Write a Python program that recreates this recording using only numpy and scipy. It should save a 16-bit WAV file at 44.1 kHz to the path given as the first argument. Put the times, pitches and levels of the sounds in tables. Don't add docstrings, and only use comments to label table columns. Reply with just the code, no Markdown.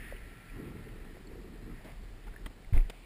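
import sys
import numpy as np
from scipy import signal
from scipy.fft import rfft, irfft
from scipy.io import wavfile
from scipy.ndimage import uniform_filter1d

SR = 44100
rng = np.random.default_rng(int(sys.argv[2]) if len(sys.argv) > 2 else 0)


def natural_amplitude(level_db):
    exponent = np.asarray(level_db, float) / 20
    return 10 ** exponent


def wav_out(sig):
    wavfile.write(sys.argv[1], SR, np.round(np.clip(np.atleast_2d(sig).T, -1, 1) * 32767).astype(np.int16))


N = 134505


def evened(x):
    return x / np.sqrt(np.mean(x ** 2) + 1e-20)


def level(points, column=1):
    rows = np.transpose(points)
    return np.interp(np.arange(N) / SR, rows[0], rows[column])


def colour(x, points, tilt_db=0):
    hz = np.fft.rfftfreq(len(x), 1 / SR) + 1
    point_hz, point_db = np.transpose(points)
    gain_db = np.interp(np.log(hz), np.log(point_hz), point_db, left=-60, right=-80)
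    gain_db = gain_db + tilt_db * np.log2(np.maximum(hz, 80) / 1000)
    return irfft(rfft(x) * natural_amplitude(gain_db), len(x))


def clicks(per_s, spread_db, size):
    sign = rng.choice([-1., 1.], size)
    strength = natural_amplitude(spread_db * np.minimum(rng.exponential(1, size), 4))
    happens = rng.random(size) < per_s / SR
    return sign * strength * happens


def patchy(patch_db, frames_wide, bins_wide):
    real, imaginary, patches = rng.standard_normal((N // 128 + 5, 257, 3)).T
    patches = uniform_filter1d(patches, round(bins_wide), 0)
    patches = evened(uniform_filter1d(patches, round(frames_wide), 1))
    spectrum = (real + 1j * imaginary) * natural_amplitude(patch_db * patches)
    return evened(signal.istft(spectrum, nperseg=512, noverlap=384)[1][:N])


def add(mix, s, sound):
    part = mix[round(s * SR):][:len(sound)]
    part += sound[:len(part)]


def shove():
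    # start_s, level_db
    shove_levels = [(0, -45), (.09, -51), (.13, -39.5), (.19, -51), (.24, -44.5), (.32, -53), (.47, -62),
                    (.535, -39), (.6, -52.5), (1.02, -45.5), (1.22, -52.5), (1.33, -46), (1.5, -50),
                    (1.75, -44.5), (1.85, -54), (2.0, -43.5), (2.15, -46.5), (2.2, -54), (2.3, -39.5),
                    (2.39, -56), (2.45, -36), (2.53, -56), (3.05, -52.5)]
    cavity_hz, width_hz = 34.25, 15.1
    radius = np.exp(-np.pi * width_hz / SR)
    poles = [1, -2 * radius * np.cos(2 * np.pi * cavity_hz / SR), radius * radius]
    x = rng.standard_normal(N + SR)
    for _ in range(2):
        x = signal.lfilter([1, -1], poles, x)
    x = x[SR:]
    steadied = x / (np.sqrt(uniform_filter1d(x ** 2, 2500)) + 0.1 * np.std(x))
    return evened(steadied) * natural_amplitude(level(shove_levels))


def gurgle():
    # (toward small bubbles, about 250 Hz)
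    gurgle_curve = [(0, -53, -1), (.3, -56, -2), (.5, -59, -4), (.575, -43, -2.5), (.8, -48, 0),
                    (1.23, -53, 3), (1.35, -49.5, 4.5), (1.64, -52, -1.5), (1.71, -43, 0.5),
                    (1.8, -59.5, -5.5), (2.3, -55, -0.5), (3.05, -62.5, -1.5)]
    # pitch_hz, gain_db
    muffle = [(40, -26), (70, 2), (430, -4.5), (530, -13.5), (1300, -9), (2000, -26.5)]
    pulses_per_s, low_hz, high_hz = 1100, 76.8, 438.5
    turns, splash_db = 3.11, 3.5
    pulses, tilt_db = np.zeros(N), level(gurgle_curve, column=2)
    for hz in np.geomspace(low_hz, high_hz, 16):
        t = np.arange(int(3 * turns / hz * SR)) / SR
        u = t * hz / turns
        tone = np.sin(2 * np.pi * hz * t * (1 + 0.095 * u))
        grain = u * np.exp(-3 * u) * tone * hz / 250
        train = signal.oaconvolve(clicks(pulses_per_s / 16, 2.3, N), grain)[:N]
        pulses += train * natural_amplitude(tilt_db * np.log2(hz / 250))
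    splashing = evened(pulses) + natural_amplitude(splash_db) * patchy(1.0, 10, 8)
    return evened(colour(splashing, muffle)) * natural_amplitude(level(gurgle_curve))


def fizz():
    # start_s, level_db
    fizz_levels = [(0, -52), (.12, -51), (.2, -58.5), (.8, -60), (1.45, -66), (1.8, -61.5), (2.0, -66.5),
                   (2.35, -64.5), (2.6, -70.5), (2.9, -64), (2.96, -63.5)]
    # pitch_hz, gain_db
    fizz_colour = [(500, -53), (1150, -12.5), (1600, -3.5), (1850, 3), (2030, -1), (2300, -3.5), (2800, -9),
                   (4200, -23), (5500, -22)]
    lift_s, lift_ratio = 2.94, 1.25
    ticks_per_s, ticks_db = 1500, -8.5
    n = np.arange(90)
    tick = rng.standard_normal(90) * np.exp(-n / 25.0)
    ticks = signal.oaconvolve(clicks(ticks_per_s, 2.3, N), tick)[:N]
    x = patchy(1.43, 14, 6) + natural_amplitude(ticks_db) * evened(ticks)
    low = colour(x, fizz_colour)
    high = colour(x, [(hz * lift_ratio, db) for hz, db in fizz_colour])
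    return evened(np.where(np.arange(N) / SR < lift_s, low, high)) * natural_amplitude(level(fizz_levels))


def wash():
    # pitch_hz, gain_db
    wash_colour = [(60, -27.5), (150, -8), (400, -11), (700, -11), (1200, -17.5), (2500, -19.5),
                   (4500, -22), (6200, -29.5)]
    wash_db = -61
    return natural_amplitude(wash_db) * evened(colour(patchy(1.04, 20, 5), wash_colour))


def bubbles():
    # start_s, level_db (before the onset ramp), pitch_hz (at the start), t60_s
    pings = [(0.124, -30.5, 550, 0.021), (.166, -49, 2900, 0.026), (.4983, -45.5, 2390, 0.025),
             (1.169, -37, 620, 0.011), (1.2715, -48.5, 4370, 0.02), (1.808, -42.5, 630, 0.0099),
             (2.647, -42, 2110, 0.009), (2.276, -48.5, 844, 0.034), (2.281, -46.5, 1410, .03),
             (2.339, -47, 1560, .02), (2.362, -39, 1740, 0.027), (2.735, -31.5, 2120, 0.0059),
             (2.7779, -22, 2120, 0.0047), (2.807, -37, 2370, 0.0081), (2.4612, -39.5, 3193, 0.024),
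             (2.935, -48, 724, 0.026)]
    rise_s, glide = 0.00076, 0.0095
    out = np.zeros(N)
    for s, db, hz, t60 in pings:
        t = np.arange(0, t60, 1 / SR)
        envelope = natural_amplitude(db - 60 * t / t60) * np.minimum(t / rise_s, 1)
        add(out, s, envelope * np.sin(2 * np.pi * hz * t * (1 + glide * t / t60)))
    return out


def whine():
    # start_s, level_db (rms)
    whine_levels = [(.15, -72), (.35, -66), (.8, -72), (1.7, -84)]
    pitch_hz = 1353
    t = np.arange(N) / SR
    return np.sqrt(2) * natural_amplitude(level(whine_levels)) * np.sin(2 * np.pi * pitch_hz * t)


def cracks():
    # start_s, length_s (to the fade below), level_db (before the envelope),
    # rise_s, tilt_db_per_octave (negative is duller)
    crack_list = [(1.842, 0.12, -48.5, 0.0048, -2), (2.267, 0.023, -53.5, 0.001, 0),
                  (2.4593, 0.014, -39.5, 0.00043, -0.5), (2.499, 0.011, -56, 0.0022, -4),
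                  (2.51, 0.0081, -51, 0.0026, -6), (2.727, 0.11, -47.5, 0.009, -0.5),
                  (2.751, 0.039, -36, 0.026, -5.5), (2.8977, 0.011, -40, 0.0002, 1)]
    # pitch_hz, gain_db
    shell = [(80, 1), (200, 4), (500, 0.5), (1000, -3.5), (1500, -7.5), (2200, -1.5), (2900, -10),
             (3550, -8), (3900, -14), (5500, -18), (6200, -22)]
    fade_db, slips_per_s = -16, 2000
    snap, second_snap_s = 2.5, 0.0045
    slips = clicks(slips_per_s, 1.2, N) + 0.57 * rng.standard_normal(N)
    for row in crack_list:
        for lag in (0, second_snap_s):
            slips[round((row[0] + lag) * SR) + 20] = -snap
    out = np.zeros(N)
    for s, length, db, rise, tilt_db in crack_list:
        t = np.arange(0, 2 * length, 1 / SR)
        burst = colour(slips, shell, tilt_db)[round(s * SR):][:len(t)]
        t = t[:len(burst)]
        envelope = np.minimum(t / rise, 1) * natural_amplitude(db + fade_db * (t / length) ** 2)
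        add(out, s, evened(burst) * envelope)
    return out


def thump():
    # start_s, deep_db (lowest mode), push (+1) or pull (-1), overtones_db, damped_to_half_s
    blows = [(2.671, -41, -1, -48, 2.71), (2.7244, -38, 1, -17, 2.775), (2.736, -18.5, -1, -52, 2.775),
             (2.7645, -15, 1, -46, 2.84), (2.855, -35.5, 1, -43, 2.9)]
    # pitch_hz, gain_db (added to the blow's), t60_s
    modes = [(29.5, 4, 0.38), (82, -1.5, 0.12), (209, -31, 0.053)]
    damp_s, onset_s = 0.026, 0.0051
    out = np.zeros(N)
    for s, deep_db, way, over_db, until in blows:
        t = np.arange(0, until - s + damp_s, 1 / SR)
        ring = np.zeros(len(t))
        for k, (hz, gain_db, t60) in enumerate(modes):
            blow_db = over_db if k else deep_db
            ring += natural_amplitude(gain_db + blow_db - 60 * t / t60) * np.sin(2 * np.pi * hz * t)
        damp = np.sin(np.pi / 2 * np.clip((t[-1] - t) / (2 * damp_s), 0, 1)) ** 2
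        onset = np.sin(np.pi / 2 * np.minimum(t / onset_s, 1)) ** 2
        add(out, s, np.sign(way) * ring * damp * onset)
    return out


def scene():
    water = shove() + gurgle() + fizz() + wash()
    return (water + bubbles() + whine() + cracks() + thump())[None]


def roll_off(x):
    return signal.sosfilt(signal.butter(12, 16220, fs=SR, output="sos"), x)


def record(dry):
    slow = signal.resample_poly(dry, 40, 147, axis=1)
    held = np.repeat(slow, 4, axis=1)
    held = signal.resample_poly(held, 147, 160, axis=1)
    low_pass = signal.firwin(255, 15400, window=("kaiser", 4), fs=SR)
    mix = signal.oaconvolve(held, low_pass[None])[:, 127:N + 127]
    return roll_off(mix)


dry = scene()
out = record(dry)
wav_out(out)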